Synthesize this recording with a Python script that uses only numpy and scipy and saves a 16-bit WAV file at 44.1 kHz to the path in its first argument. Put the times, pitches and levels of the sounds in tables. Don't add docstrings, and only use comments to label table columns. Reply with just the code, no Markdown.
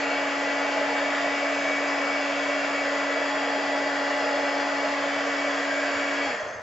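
import sys
import numpy as np
from scipy import signal
from scipy.fft import rfft, irfft, next_fast_len
from scipy.io import wavfile
from scipy.ndimage import uniform_filter1d

SR = 44100
rng = np.random.default_rng(int(sys.argv[2]) if len(sys.argv) > 2 else 0)


def inscribe(sig):
    pcm = np.round(np.clip(np.atleast_2d(sig).T, -1, 1) * 32767)
    wavfile.write(sys.argv[1], SR, pcm.astype(np.int16))


def magnitude_from_level(level_db):
    exponent = np.asarray(level_db, float) / 20
    return 10 ** exponent


N = 291926
T = np.arange(N) / SR
OFF_S, COAST_S = 6.265, .44


def unit(x):
    return x / np.sqrt(np.mean(x ** 2) + 1e-20)


def along(points, hz):
    f, v = np.transpose(points)
    return np.interp(np.log(hz + 1), np.log(f + 1), v)


def curves(rows):
    s, *cols = np.transpose(rows)
    return [np.interp(T, s, c) for c in cols]


def wobble(rate):
    knots = rng.standard_normal(int(N * rate / SR) + 2)
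    return np.interp(T * rate, np.arange(len(knots)), knots)


def sides(db):
    return magnitude_from_level(np.array([db / 2, -db / 2]))


# (frequency [Hz],
# width [Hz], level [dB])
STANDING_WAVES = [(313, 8.5, -10.5), (400, 100, 2.5), (464, 43, 9.5), (505, 67, 8.5), (506, 12, -3.5),
                  (548, 21, -2.5), (567, 42, -2.5), (665, 20, -0.5), (788, 37, -6.5), (847, 16, -3.5),
                  (907, 40, -3), (946, 35, 3), (1057, 25, 1.5), (1257, 30, -3), (1000, 150, 3),
                  (1104, 59, -3), (1310, 17, -2), (1304, 40, 2), (1345, 22, -5.5), (1511, 32, -7.5),
                  (1500, 30, 2), (1628, 48, -6.5), (1605.6, 18, 9), (1700, 4.4, -7.5), (1860, 27, 2.5),
                  (1734, 64, 1.5), (1860, 31, -4), (1880, 130, -1), (2002, 59, -8), (2010, 130, -2),
                  (2100, 28, -4), (2630, 28, 2.5), (2610, 43, -3), (2637, 33, 1), (2774, 76, 1.5),
                  (3375, 120, 2), (3580, 150, -3), (5000, 74, 1.5), (2345, 70, -2.5), (5530, 14, 7.5),
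                  (7020, 90, -3.5)]
# (from frequency [Hz], grain [Hz], depth [dB])
DENSE_ECHOES = (2300, 22, 1.7)
# (frequency [Hz], left-right difference [dB])
BALANCE = [(60, -2.5), (100, 2.5), (180, -1), (310, 2.5), (530, -2), (920, 0.5), (1550, 0), (1750, 1.5),
           (2400, 1), (2850, 2.5), (3500, 1), (4600, -.5), (5700, .8), (6200, -.7), (8220, 0.5)]
# (frequency [Hz], angle by which left leads [rad])
LEFT_LEAD = [(200, 0.02), (900, .1), (1300, -0.13), (2000, .15), (2700, .1), (3800, .35), (4700, .3),
             (4900, -.1), (5500, .1), (6500, -.05)]


def rush(spectrum, side_spectrum, patchy_db):
    flare_db = 1.3
    grid = signal.stft(rng.standard_normal((2, N)), nperseg=1024)[2]
    swells = uniform_filter1d(rng.standard_normal(grid.shape), size=3, axis=1)
    swells = uniform_filter1d(swells, size=25, axis=2)
    flares = uniform_filter1d(rng.standard_normal(grid.shape[1:]), size=2, axis=0)
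    flares = uniform_filter1d(flares, size=6, axis=1)
    patches = magnitude_from_level(patchy_db * unit(swells) + flare_db * unit(flares))
    noise = signal.istft(grid * patches, nperseg=1024)[1][:, :N]

    m = next_fast_len(N)
    hz = np.fft.rfftfreq(m, 1 / SR)
    waves_db = sum(db * np.exp(-(2 * (hz - centre) / width) ** 2) for centre, width, db in STANDING_WAVES)
    start_hz, grain_hz, depth_db = DENSE_ECHOES
    grains = np.interp(hz / grain_hz, np.arange(1100), rng.standard_normal(1100))
    jagged_db = depth_db * (hz > start_hz) * grains
    colour_db = along(spectrum, hz) + jagged_db + [waves_db, along(side_spectrum, hz)]
    mid, side = rfft(noise, m) * magnitude_from_level(colour_db)
    lead = np.exp(.5j * np.outer([1, -1], along(LEFT_LEAD, hz)))
    pair = np.array([mid + side, mid - side]) * sides(along(BALANCE, hz)) * lead
    return unit(irfft(pair, m)[:, :N])


# (frequency [Hz], relative level [dB per Hz])
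ROOM_COLOUR = [(20, -56), (40, -28.5), (60, -8.5), (100, -3), (200, 5.5), (600, -8), (3000, -21.5),
               (7700, -19), (8100, -65.5)]
# (frequency [Hz], mean level [rms dB])
MAINS_HUM = [(60, -81.5), (120, -66), (180, -78)]


def room():
    hum = np.zeros((2, N))
    for hz, db in MAINS_HUM:
        hum += magnitude_from_level(db + 1.4 * wobble(4.4)) * np.sin(2 * np.pi * hz * T + [[0], [1.2]])
    side_db = [(30, -2), (70, -7.0), (7000, -9), (7850, -30)]  # (frequency [Hz], side below mid [dB])
    return magnitude_from_level(-54.5) * rush(ROOM_COLOUR, side_db, patchy_db=-1.5) + np.sqrt(2) * hum


# (time [s], speed [Hz])
SHAFT_SPEED = [(0, 282.1), (1.0, 282.9), (2.4, 282.4), (2.9, 282.7), (6.2, 282.3)]


def speed():
    run_hz, = curves(SHAFT_SPEED)
    slowing = -np.maximum(T - OFF_S, 0) / COAST_S
    return run_hz * np.exp(slowing), slowing / np.log(10)


# (time [s], crest level [rms dB], dip halfway to the next [dB])
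WAVING = [(.15, -35.5, 9), (.63, -36.5, 8), (.99, -35, 8), (1.39, -35, 5), (1.72, -33.5, 7), (2.13, -35, 8),
          (2.49, -34.5, 7), (2.78, -34.5, 16), (3.15, -40, 11), (3.5, -42.5, 13), (3.83, -41, 10),
          (4.22, -43.5, 8), (4.52, -38.5, 12), (4.8, -38.5, 9), (5.1, -41.5, 5), (5.43, -36, 10),
          (5.73, -37.5, 8), (6.02, -36, 4), (6.24, -37, 3)]


def strokes():
    first_dip_db = 20
    s, crest_db, dip_db = np.transpose(WAVING)
    turn = np.interp(T, np.r_[s[0] - .4, s], np.arange(len(s) + 1))
    depth_db = np.r_[first_dip_db, dip_db, 0][turn.astype(int)]
    return np.interp(T, s, crest_db) - depth_db * np.sin(np.pi * turn) ** 2


SWELLING_MULTIPLES = [3, 8, 7, 11, 15, 22, 4, 13, 25]
# (left-right difference [dB], angle by which left leads [rad])
SWELLING_PLACE = [(4.5, -0.46), (3, 0.1), (3, -0.2), (0.5, .25), (.3, .3), (-2, -.1), (-.3, .01),
                  (1.5, .35), (-.5, .01)]
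# (time [s], level [rms dB])
THIRD_LEVEL = [(0, -39), (.3, -38), (.7, -37.5), (1.1, -38), (1.6, -45), (1.95, -42), (2.2, -44),
               (2.5, -49), (3.0, -44), (3.4, -38), (3.8, -37.5), (4.05, -39), (4.3, -37.5), (4.9, -38.5),
               (5.2, -45), (5.6, -51), (6.2, -53.5)]
# (time [s], levels of the 7th, 11th, 15th, 22nd, 4th, 13th, 25th [rms dB])
POSE_LEVELS = [(0, -41, -52, -53, -59, -48, -64, -64), (.5, -39, -50, -56, -59, -46, -57, -63),
               (.9, -39, -50, -58, -65, -46, -54, -64), (1.2, -37.5, -53, -62, -58, -43, -52, -64),
               (1.55, -38, -54, -61, -54.5, -44, -54, -62), (1.72, -43, -55, -61, -52, -45, -57, -62),
               (1.9, -39, -56, -62, -56, -44, -59, -63), (2.1, -41, -55, -64, -55, -48, -60, -64),
               (2.4, -39, -54, -65, -58, -49, -60, -61), (2.72, -45, -55, -60, -62, -45, -58, -60),
               (2.95, -36, -54, -58, -59, -44, -57, -59), (3.4, -39.5, -59, -59, -75, -46, -61, -59),
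               (3.7, -37.5, -59, -58, -69, -46, -59, -67), (4.2, -39.5, -66, -51.5, -64, -46, -61, -68),
               (4.6, -40, -58, -50.5, -60, -45, -61, -64), (5.1, -40, -53, -58, -57, -45, -56, -63),
               (5.5, -40, -53, -62, -58, -45, -61, -59), (5.75, -41, -52, -61, -72, -45, -62, -54.5),
               (6.0, -40, -51, -62, -60, -46, -61, -55), (6.2, -42, -54, -67, -62, -48, -62, -61)]
WEAK_MULTIPLES = [2, 5, 6, 9, 10, 12, 14, 16, 20, 21, 23, 24, 26]
# (level before flutter and resonance [rms dB], left-right difference [dB])
WEAK_LEVELS = [(-41.5, 0), (-57, 8), (-49.5, 5.5), (-55.5, 0), (-55, 0.5), (-59.5, .1), (-62, -1.5),
               (-60.5, -6.5), (-66.5, .1), (-69.5, -1.5), (-69, .1), (-66.5, -0.2), (-69, .1)]
# (frequency [Hz], half width [Hz], gain [dB])
HOUSING_RESONANCES = [(2200, 90, 24), (465, 45, 15)]


def motor():
    room_share, room_t60_s = .56, .34
    hum_db, hum_room_share = -35.5, .1
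    tone_fade_db, hum_fade_db = 86, 150
    shaft_hz, decades = speed()
    waver_hz = 0.26 * wobble(30)
    run_hz, = curves(SHAFT_SPEED)
    angle = 2 * np.pi * np.cumsum(shaft_hz + waver_hz) / SR
    held_angle = 2 * np.pi * np.cumsum(run_hz + waver_hz) / SR
    since_off = np.maximum(T - OFF_S, 0)
    direct = (1 - room_share) * magnitude_from_level(tone_fade_db * decades)
    room_decay = magnitude_from_level(-60 * since_off / room_t60_s)

    def tone(k, phase):
        by_walls = room_share * room_decay * np.sin(k * held_angle + phase)
        return direct * np.sin(k * angle + phase) + by_walls

    hum_gain = magnitude_from_level(hum_db + .3 * wobble(2.0))
    hum_direct = (1 - hum_room_share) * magnitude_from_level(hum_fade_db * decades) * np.sin(angle + [[.04], [-.04]])
    out = hum_gain * (hum_direct + hum_room_share * room_decay * np.sin(held_angle))

    levels = [*curves(THIRD_LEVEL), strokes(), *curves(POSE_LEVELS)]
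    for k, db, (pan_db, lead) in zip(SWELLING_MULTIPLES, levels, SWELLING_PLACE):
        flutter_db = .9 * wobble(9) + 1.9 * wobble(28)
        phase = 0.091 * wobble(25) + [[lead / 2], [-lead / 2]]
        out += magnitude_from_level(db + flutter_db) * sides(pan_db)[:, None] * tone(k, phase)

    for k, (db, pan_db) in zip(WEAK_MULTIPLES, WEAK_LEVELS):
        drift = rng.uniform(0, 2 * np.pi) + 0.6 * wobble(6)
        flutter_db = 1.5 * wobble(4)
        ring_db = sum(gain_db * np.exp(-((k * shaft_hz - centre) / width) ** 2)
                      for centre, width, gain_db in HOUSING_RESONANCES)
        out += magnitude_from_level(db + flutter_db + ring_db) * sides(pan_db)[:, None] * tone(k, drift)
    return np.sqrt(2) * out


# (base level at full speed [rms dB], loss per decade of speed [dB])
AIR_LEVELS = [(-31, 33), (-31, 31.5), (-39, 78), (-40, 54)]
# (time [s], level [dB])
COIL_CHANGE = [(0, 3.5), (.5, 0), (1.4, 2.5), (2.8, 1), (3.2, -1.5), (4.8, -1.5), (5.6, -0.5), (6.0, 1.5),
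               (6.2, 1.5)]
# (frequency [Hz], relative level [dB per Hz])
ROAR_COLOUR = [(71, -60), (120, -30.5), (226, -16.5), (250, -13.5), (279, -8), (306, -12), (336, -10.5),
               (512, -10.5), (576, 8.5), (900, -6), (1170, -41.5), (1980, -120)]
WASH_COLOUR = [(470, -39.5), (800, -4.5), (926, -10.5), (1020, -3.5), (1870, 0), (1930, 1.5), (2090, -5),
               (2300, -8.5), (2990, -29), (5060, -120)]
COIL_COLOUR = [(1350, -42.5), (2300, -0.5), (2410, -5.5), (2730, -3.5), (3050, -19), (3960, -41),
               (6710, -120)]
HISS_COLOUR = [(1790, -29), (3050, 1.5), (3340, 4), (3870, -6.5), (4660, -1), (4920, -0.5), (5940, -9),
               (7170, -5.5), (7700, -14), (7990, -30), (8300, -65), (10800, -75.5), (18300, -120)]
# (frequency [Hz], side below mid [dB])
AIR_WIDTH = [(150, -11.5), (300, -14.5), (700, -19.5), (900, 0), (1050, -12), (1280, -8.5), (1550, -9.5),
             (1800, -5.5), (2100, -8.5), (3200, -13), (4000, -10), (4600, -11.5), (4800, -3.5), (5000, -12),
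             (5600, -9), (6500, -11), (7650, -16), (7850, -36.5)]


def air():
    lag_s = 0.039
    roar_follows, sputter_db = .12, 14
    decades = np.interp(T - lag_s, T, speed()[1])
    roar_db, wash_db, coil_db, hiss_db = [db + fade_db * decades for db, fade_db in AIR_LEVELS]
    third_db, = curves(THIRD_LEVEL)
    roar_db = roar_db + roar_follows * (third_db - third_db.mean()) + sputter_db * decades * wobble(22)
    coil_db = coil_db + curves(COIL_CHANGE)[0]
    roar = magnitude_from_level(roar_db) * rush(ROAR_COLOUR, AIR_WIDTH, patchy_db=.5)
    wash = magnitude_from_level(wash_db) * rush(WASH_COLOUR, AIR_WIDTH, patchy_db=0.5)
    coil = magnitude_from_level(coil_db) * rush(COIL_COLOUR, AIR_WIDTH, patchy_db=1.3)
    hiss = magnitude_from_level(hiss_db) * rush(HISS_COLOUR, AIR_WIDTH, patchy_db=1.5)
    return roar + wash + coil + hiss


# (time [s], frequency [Hz], level [rms dB])
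NOZZLE_WHISTLES = [
    [(0, 4800, -56), (.9, 4820, -54), (1.1, 4990, -53), (2.4, 5020, -53), (3.1, 4950, -59),
     (3.4, 4920, -55), (4.9, 4950, -53), (5.3, 4850, -56), (6.2, 4880, -55), (6.32, 4880, -51),
     (6.38, 4800, -72)],
    [(0, 4500, -58), (2.9, 4550, -60), (3.3, 4720, -52), (4.7, 4700, -53), (5.1, 4550, -57),
     (6.25, 4500, -57), (6.4, 4400, -75)],
    [(0, 7420, -66), (2.5, 7420, -65), (3.1, 7420, -70), (5.8, 7420, -66), (5.95, 7430, -61),
     (6.25, 7430, -61), (6.3, 7400, -90)],
    [(5.2, 1640, -65), (5.6, 1610, -43), (5.75, 1610, -36.5), (5.88, 1570, -39), (6.0, 1560, -40),
     (6.1, 1560, -60), (6.62, 1560, -90)],
    [(5.6, 1670, -65), (5.82, 1670, -39), (5.95, 1660, -41), (6.05, 1680, -39), (6.12, 1670, -43),
     (6.24, 1690, -37), (6.28, 1690, -46), (6.36, 1670, -50), (6.62, 1600, -75)],
    [(0, 2780, -46), (.2, 2780, -45), (.4, 2800, -56), (3.0, 2800, -58), (3.9, 2800, -54),
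     (4.11, 2800, -44), (4.28, 2800, -58), (4.47, 2790, -45), (4.63, 2800, -56), (4.81, 2810, -45),
     (5.0, 2800, -58), (6.25, 2780, -56), (6.4, 2700, -80)],
]
WHISTLE_JITTER = [30, 20, 8, 34, 30, 35]


def whistles():
    out = np.zeros(N)
    for rows, spread_hz in zip(NOZZLE_WHISTLES, WHISTLE_JITTER):
        hz, db = curves(rows)
        gain = magnitude_from_level(db + 3 * wobble(60))
        angle = 2 * np.pi * np.cumsum(hz + spread_hz * wobble(150)) / SR
        out += gain * np.sin(angle)
    return np.sqrt(2) * out * sides(-1.2)[:, None]


# (time [s], level before onset and roughness [dB], frequency [Hz])
TABLE_THUMPS = [(5.935, -45, 99), (6.245, -48, 95), (6.41, -44, 102), (6.545, -45, 101)]


def thumps():
    out = np.zeros(N)
    for s, db, hz in TABLE_THUMPS:
        t = np.maximum(T - s, 0)
        onset = 1 - np.exp(-t / 0.012)
        rough = .7 + .7 * wobble(170)
        out += magnitude_from_level(db - 60 * t / 0.37) * onset * rough * np.sin(2 * np.pi * hz * t)
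    return out


# (time [s], level before the rise [dB], frequency [Hz], 60 dB decay [s], rise [s])
SWITCH_KNOCK = (6.262, -16.5, 825, .12, .014)


def switch():
    s, db, hz, t60, rise = SWITCH_KNOCK
    t = np.maximum(T - s, 0)
    return magnitude_from_level(db - 60 * t / t60) * (1 - np.exp(-t / rise)) * np.sin(2 * np.pi * hz * t)


# (time [s], frequency [Hz], slide [Hz per s], half length [s], level before roughness [dB])
BRUSH_CHIRPS = [(6.357, 6850, -7000, .022, -51), (6.41, 6320, -1500, 0.02, -52),
                (6.478, 6380, -2500, 0.023, -55), (6.505, 6120, -8000, 0.018, -56.5),
                (6.505, 5200, -6000, .015, -58), (6.55, 6400, -9500, 0.021, -49.5),
                (6.6, 6200, -7000, 0.018, -59)]
# (frequency [Hz], knots of the noise [per s], level [dB], time [s])
BRUSH_SCRAPE = [(6250, 700, -55.5, 6.52), (4900, 1200, -61, 6.5)]


def squeak():
    chirps, scrape = np.zeros(N), np.zeros(N)
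    for s, hz, slide, half_length, db in BRUSH_CHIRPS:
        near = slice(round((s - .06) * SR), round((s + .06) * SR))
        t = T[near] - s
        swell = np.exp(-(t / half_length) ** 2)
        chirps[near] += magnitude_from_level(db) * swell * np.sin(2 * np.pi * (hz + slide * t / 2) * t)
    for hz, width, db, s in BRUSH_SCRAPE:
        swell = np.exp(-((T - s) / .13) ** 2)
        scrape += magnitude_from_level(db) * swell * wobble(width) * np.sin(2 * np.pi * hz * T)
    rough = 1 + .9 * wobble(600)
    return (chirps * rough + scrape) * sides(-.6)[:, None]


def scene():
    return room() + motor() + air() + whistles() + thumps() + switch() + squeak()


def band_limit(x):
    return signal.sosfilt(signal.butter(12, 8820, fs=SR, output="sos"), x)


def record(dry):
    return band_limit(dry)


dry = scene()
out = record(dry)
inscribe(out)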